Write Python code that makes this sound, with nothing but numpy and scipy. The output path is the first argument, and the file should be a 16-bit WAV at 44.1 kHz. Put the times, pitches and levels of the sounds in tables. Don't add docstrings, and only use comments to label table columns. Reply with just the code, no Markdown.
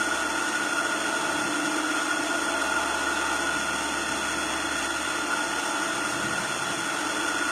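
import sys
import numpy as np
from scipy import signal
from scipy.fft import rfft, irfft
from scipy.io import wavfile
from scipy.ndimage import uniform_filter1d

SR = 44100
rng = np.random.default_rng(int(sys.argv[2]) if len(sys.argv) > 2 else 0)


def linear_from_db(decibels):
    return 10 ** (np.asarray(decibels, float) / 20)


def waveform_to_disk(signal):
    frames = np.transpose(np.atleast_2d(signal))
    scaled = np.clip(frames, -1, 1) * 32767
    samples = np.round(scaled).astype(np.int16)
    wavfile.write(sys.argv[1], SR, samples)


N = 331191
HZ = np.fft.rfftfreq(N, 1 / SR)

HEAVY_DB = (0.5, 2.3, 0.29, 3.4)
# centre in Hz, width in Hz, level in dB rms.
FRAME_BODY = [(426.5, 27, -50), (667, 52, -46), (850, 134, -42.5)]
# frequency in Hz, level in dB rms.
FRAME = [(557.8, -60), (628.5, -47), (668.2, -49), (685.0, -49.5), (724.7, -64), (837.1, -51.5),
         (853.9, -52.5), (901.0, -45), (913.8, -51.5), (937.4, -53)]
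# centre in Hz, width in Hz, level in dB rms.
HOUSING_BODY = [(1223, 230, -47), (1427, 88, -36), (1851, 260, -43), (2310, 770, -52.5), (2698, 290, -44),
                (3427, 220, -46.5), (4145, 390, -51.5)]


def gears():
    # frequency in Hz, level in dB rms.
    mesh_lines = [(264.5, -53.5), (292.7, -45.5), (310.2, -43), (326.4, -50.5), (335.8, -52.5),
                  (343.2, -45.5)]
    # centre in Hz, width in Hz, level in dB rms.
    gear_body = [(325, 99, -50.5)]
    # time in s, half length in s, change in dB.
    mesh_swells = [
        (1.7, .3, 9),
        (2.3, 0.17, 7.5),
        (5.75, 0.12, 4),
        (6.5, 0.25, -5),
        (7.3, 0.19, 3.5),
    ]
    sideband_share = 0.34
    mesh = load_level(HEAVY_DB[0], mesh_swells)
    inner = tones(mesh_lines[1:3], waver_db=1.5, slip=0.62, rate=1.65)
    outer = tones(mesh_lines[:1] + mesh_lines[3:], waver_db=0.9, slip=0.67, rate=1.73)
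    return mesh * inner + rms_one(mesh ** sideband_share) * (outer + body(gear_body))


def housing():
    # frequency in Hz, level in dB rms.
    modes = [(1026.9, -50), (1096.2, -60), (1131.2, -50.5), (1154.7, -55), (1201.1, -49.5), (1282.6, -52),
             (1324.4, -45), (1344.5, -50), (1360.5, -47.5), (1400.5, -41.5), (1411.5, -41.5),
             (1440.7, -39.5), (1461.2, -42.0)]
    # time in s, half length in s, change in dB.
    whine_swells = [
        (1.0, 0.092, -4),
        (1.7, 0.28, -2.5),
        (2.25, .06, -5),
        (5.33, 0.041, 7),
        (5.95, 0.27, 2.5),
        (7.45, 0.25, 4),
    ]
    whine = tones(modes, waver_db=2.5, slip=1.02, rate=2.6) + body(HOUSING_BODY[:2])
    return load_level(HEAVY_DB[3], whine_swells) * whine


def lower_frame():
    # time in s, half length in s, change in dB.
    lower_swells = [
        (.55, 0.18, -4),
        (1.2, 0.4, 3.5),
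        (1.8, 0.53, -2),
        (2.5, 0.35, 4.0),
        (3.85, .1, -2),
    ]
    ringing = tones(FRAME[:5], waver_db=1.0, slip=0.9, rate=2.8) + body(FRAME_BODY[:2])
    return load_level(HEAVY_DB[1], lower_swells) * ringing


def upper_frame():
    # time in s, half length in s, change in dB.
    upper_swells = [
        (.3, 0.073, 4),
        (1.35, .15, 3),
        (2.75, 0.31, 5.5),
        (3.3, 0.13, 5.5),
        (5.27, .1, -4.0),
        (5.7, .22, 3.5),
    ]
    ringing = tones(FRAME[5:], waver_db=3.5, slip=0.68, rate=1.7) + body(FRAME_BODY[2:])
    return load_level(HEAVY_DB[2], upper_swells) * ringing


def casing():
    # frequency in Hz, level in dB rms.
    modes = [(1948.1, -57.5), (2538.9, -55.5), (2641.9, -56.5), (2701.7, -54), (2851.8, -56.5),
             (3296.6, -59.5), (3332.9, -50), (3425.6, -54), (3472.9, -55), (3495.8, -57.5)]
    # time in s, half length in s, change in dB.
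    casing_swells = [
        (3.0, 0.57, 1.1),
        (4.6, .7, 2.7),
        (7.5, 0.22, 2.3),
    ]
    ringing = tones(modes, waver_db=2.5, slip=0.83, rate=1.8) + body(HOUSING_BODY[2:])
    return rms_one(linear_from_db(swells(casing_swells))) * ringing


def shaft():
    # frequency in Hz, level in dB rms.
    orders = [(23.6, -75), (47.1, -73), (70.0, -54.5), (139.3, -65), (209.3, -52.5)]
    # time in s, level in dB.
    shaking = [(0.0, -56), (0.31, -53.5), (0.48, -64), (1.07, -58.5), (1.13, -73), (1.36, -54), (1.53, -69),
               (2.72, -52), (4.85, -50), (5.4, -59), (5.58, -53), (5.63, -65), (6.28, -52), (6.65, -64),
               (6.69, -55), (6.96, -83), (7.03, -59.5), (7.51, -53)]
    # time in s, half length in s, change in dB.
    order_swells = [
        (1.0, 0.12, 6),
        (1.45, 0.082, 6.0),
        (2.1, .25, -5),
        (4.0, .2, -1),
        (4.75, 0.11, 5),
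        (6.5, 0.36, 5),
        (7.45, .2, -6),
    ]
    low = rms_one(linear_from_db(in_time(shaking)[0])) * tones(orders[:3], waver_db=-0.6, slip=.4, rate=1.0)
    high = tones(orders[3:], waver_db=1.6, slip=0.52, rate=1.4)
    return low + rms_one(linear_from_db(swells(order_swells))) * high


def tooth_ticks(per_s=90, level_db=-48):
    sizes = linear_from_db(3.0 * np.minimum(rng.exponential(1, N), 3)) * rng.choice([-1, 1], N)
    clicks = sizes * (rng.random(N) < per_s / SR)
    return linear_from_db(level_db) * rms_one(band(clicks, 900, 3600))


def whirr():
    # frequency in Hz, level in dB per Hz.
    spectrum = [(12, -67), (20, -27), (64, -29.5), (232, -17.5), (297, -3.5), (380, -12.5), (745, -11.5),
                (872, -11.5), (1070, -12), (1430, -5), (1670, -15), (3070, -15), (3360, -12), (3760, -21),
                (4300, -21.5), (5590, -52), (9460, -120)]
    level_db = -32.5 + 0.24 * drift(8.4)
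    return linear_from_db(level_db) * room(coloured(at_hz(spectrum)))


def rumble():
    # time in s, half length in s, change in dB.
    rumble_swells = [
        (1.4, 0.25, 6.5),
        (3.6, 0.25, 7.5),
        (4.3, .5, 5.5),
        (6.4, 0.52, 13),
    ]
    level_db = -55.5 + swells(rumble_swells) + 1.5 * drift(5.6)
    return linear_from_db(level_db) * rms_one(band(rng.standard_normal(N), 107, 233))


def scuffs():
    # start in seconds, level in dB, time to fall 60 dB in seconds.
    puffs = [
        (2.645, -51, .25),
        (7.21, -56, .3),
    ]
    t = np.arange(N) / SR
    shape = np.zeros(N)
    for start, level_db, t60 in puffs:
        shape += linear_from_db(level_db - 60 * np.clip(t - start, 0, 1) / t60) * (t > start)
    return shape * rms_one(band(rng.standard_normal(N), 7000, 15000))


def load_level(extra_db, rows):
    ease_s, ease_length_s = 3.55, .15
    heavy = np.clip((ease_s - np.arange(N) / SR) / ease_length_s + .5, 0, 1)
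    return rms_one(linear_from_db(extra_db * heavy + swells(rows)))


def swells(rows):
    t = np.arange(N) / SR
    return sum(level_db * np.exp(-((t - s) / half) ** 2) for s, half, level_db in rows)


def tones(lines, waver_db, slip, rate):
    t, out = np.arange(N) / SR, np.zeros(N)
    for hz, level_db in lines:
        phase = 2 * np.pi * (hz * t + rng.random()) + slip * drift(rate)
        envelope = rms_one(linear_from_db(waver_db * drift(rate)))
        out += np.sqrt(2) * linear_from_db(level_db) * envelope * np.sin(phase)
    return out


def body(resonances):
    out = np.zeros(N)
    for hz, width, level_db in resonances:
        out += linear_from_db(level_db) * coloured(1 / (1 + (2 * (HZ - hz) / width) ** 2))
    return room(out)


def room(x):
    t60_s, tail_db = .7, -8
    t = np.arange(SR // 2) / SR
    response = rng.standard_normal(len(t)) * linear_from_db(-60 * t / t60_s) * (t > .004)
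    response *= linear_from_db(tail_db) / np.sqrt(np.sum(response ** 2))
    response[0] = 1
    return irfft(rfft(x) * rfft(response, N), N) / np.sqrt(np.sum(response ** 2))


def drift(rate):
    r = np.exp(-200 * np.pi * rate / SR)
    slow = signal.lfilter([1], [1, -2 * r, r * r], rng.standard_normal(N // 100 + 1002))[1000:]
    return np.interp(np.arange(N) / 100, np.arange(len(slow)), rms_one(slow))


def coloured(gain):
    return rms_one(irfft(rfft(rng.standard_normal(N)) * gain, N))


def band(x, low_hz, high_hz):
    return signal.sosfilt(signal.butter(N=4, Wn=[low_hz, high_hz], btype="band", fs=SR, output="sos"), x)


def at_hz(points, grid=HZ):
    hz, level_db = np.transpose(points)
    return linear_from_db(np.interp(np.log(grid + 1), np.log(hz), level_db))


def in_time(rows):
    s, *columns = np.transpose(rows)
    return [np.interp(np.arange(N) / SR, s, c) for c in columns]


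def inside(spans, t, edge):
    return sum(np.clip(np.minimum(t - a, b - t) / edge + .5, 0, 1) for a, b in spans)


def rms_one(x):
    return x / np.sqrt(np.mean(np.abs(x) ** 2) + 1e-20)


def scene():
    machine = gears() + housing() + lower_frame() + upper_frame() + casing() + shaft() + tooth_ticks()
    sound = machine + whirr() + rumble() + scuffs()
    return np.array([sound, sound])


def local_level(cells, bins, frames):
    power = uniform_filter1d(np.abs(cells) ** 2, size=bins, axis=0)
    return np.sqrt(uniform_filter1d(power, size=frames, axis=1) + 1e-16)


def rebuild_treble(x, flatten=0.98):
    # start in seconds, end in seconds.
    dropouts = [(0.035, 0.107), (0.221, 0.403), (0.557, 0.621), (0.682, 0.874), (0.94, 1.086),
                (1.411, 1.515), (1.672, 1.808), (1.927, 1.988), (2.093, 2.215), (2.444, 2.583),
                (2.694, 2.792), (2.862, 2.963), (3.033, 3.088), (3.376, 3.474), (3.547, 3.776),
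                (3.84, 4.159), (4.272, 4.76), (4.83, 4.873), (5.123, 5.576), (5.677, 5.738), (5.808, 5.866),
                (5.979, 6.075), (6.15, 6.206), (6.278, 6.377), (6.5, 6.638), (6.748, 6.847), (7.045, 7.14),
                (7.216, 7.509)]
    # frequency in Hz, level in dB per Hz.
    envelope = [(2530, -35), (4300, -1), (4930, -6.5), (5400, 2.5), (6000, -2.5), (6600, 3.5), (7220, -0.5),
                (7810, -8.5), (8110, -4.5), (8690, 3.5), (9210, -3), (10200, -11), (11600, -16.5),
                (14300, -22.5), (15200, -24)]
    crossover_hz, top_hz = 4430, 15460
    weak_low_hz, weak_high_hz = 3615, 3985
    shift = 160
    frames = dict(fs=SR, window="cosine", nperseg=1882)
    hz, t, cells = signal.stft(x, **frames)
    hz = hz[:, None]

    lows = cells * (hz < crossover_hz)
    step = .8 * np.clip(hz / 2300, 0, 1) ** 4
    lows = lows * (np.abs(lows) > step * local_level(lows, bins=35, frames=9))
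    level = local_level(lows, bins=13, frames=5) ** np.clip(flatten, 0, 1)
    weak = (hz > weak_low_hz) & (hz < weak_high_hz)
    dropped = np.clip(inside(dropouts, t, edge=.01), 0, 1)
    lows = lows * (1 - weak * dropped)

    source = lows / level * (np.arange(len(hz))[:, None] >= crossover_hz / hz[1] - shift)
    copies = rms_one(sum(np.roll(source, k * shift, axis=0) for k in (1, 2, 3)))
    fill = rms_one(signal.stft(rng.standard_normal(N), **frames)[2]) * linear_from_db(1.7 + hz / 8000)
    fill = fill * (1 - .4 * dropped * sum(np.roll(weak, k * shift) for k in (1, 2, 3)))
    top = linear_from_db(-6.0) * (1 - dropped)
    shape = at_hz(envelope, hz) * (hz > crossover_hz) * (hz < top_hz) * np.where(hz > 15000, top, 1)
    treble = signal.istft((copies + fill) * shape, **frames)[1][:N]

    passed = lows + cells * (hz > crossover_hz + 2000)
    treble_db = -37.5 + .5 * drift(15) + 0.61 * drift(70)
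    return signal.istft(passed, **frames)[1][:N] + linear_from_db(treble_db) * rms_one(treble)


def top_cut(x):
    return signal.sosfilt(signal.butter(12, 15430, fs=SR, output="sos"), x)


def record(dry):
    # start in seconds, end in seconds.
    splits = [
        (.06, 0.1),
        (.78, 0.81),
        (1.07, 1.14),
        (2.27, 2.34),
        (2.91, 2.94),
        (3.26, 3.27),
        (4.45, 4.51),
    ]
    low_cut = signal.butter(N=2, Wn=45, btype="high", fs=SR, output="sos")
    mid = rebuild_treble(signal.sosfilt(low_cut, dry[0]))
    unlike = band(mid[::-1], 120, 14800)
    side = linear_from_db(-25) * inside(splits, np.arange(N) / SR, edge=0.0076) * unlike
    return top_cut(np.array([mid + side, mid - side]))


dry = scene()
out = record(dry)
waveform_to_disk(out)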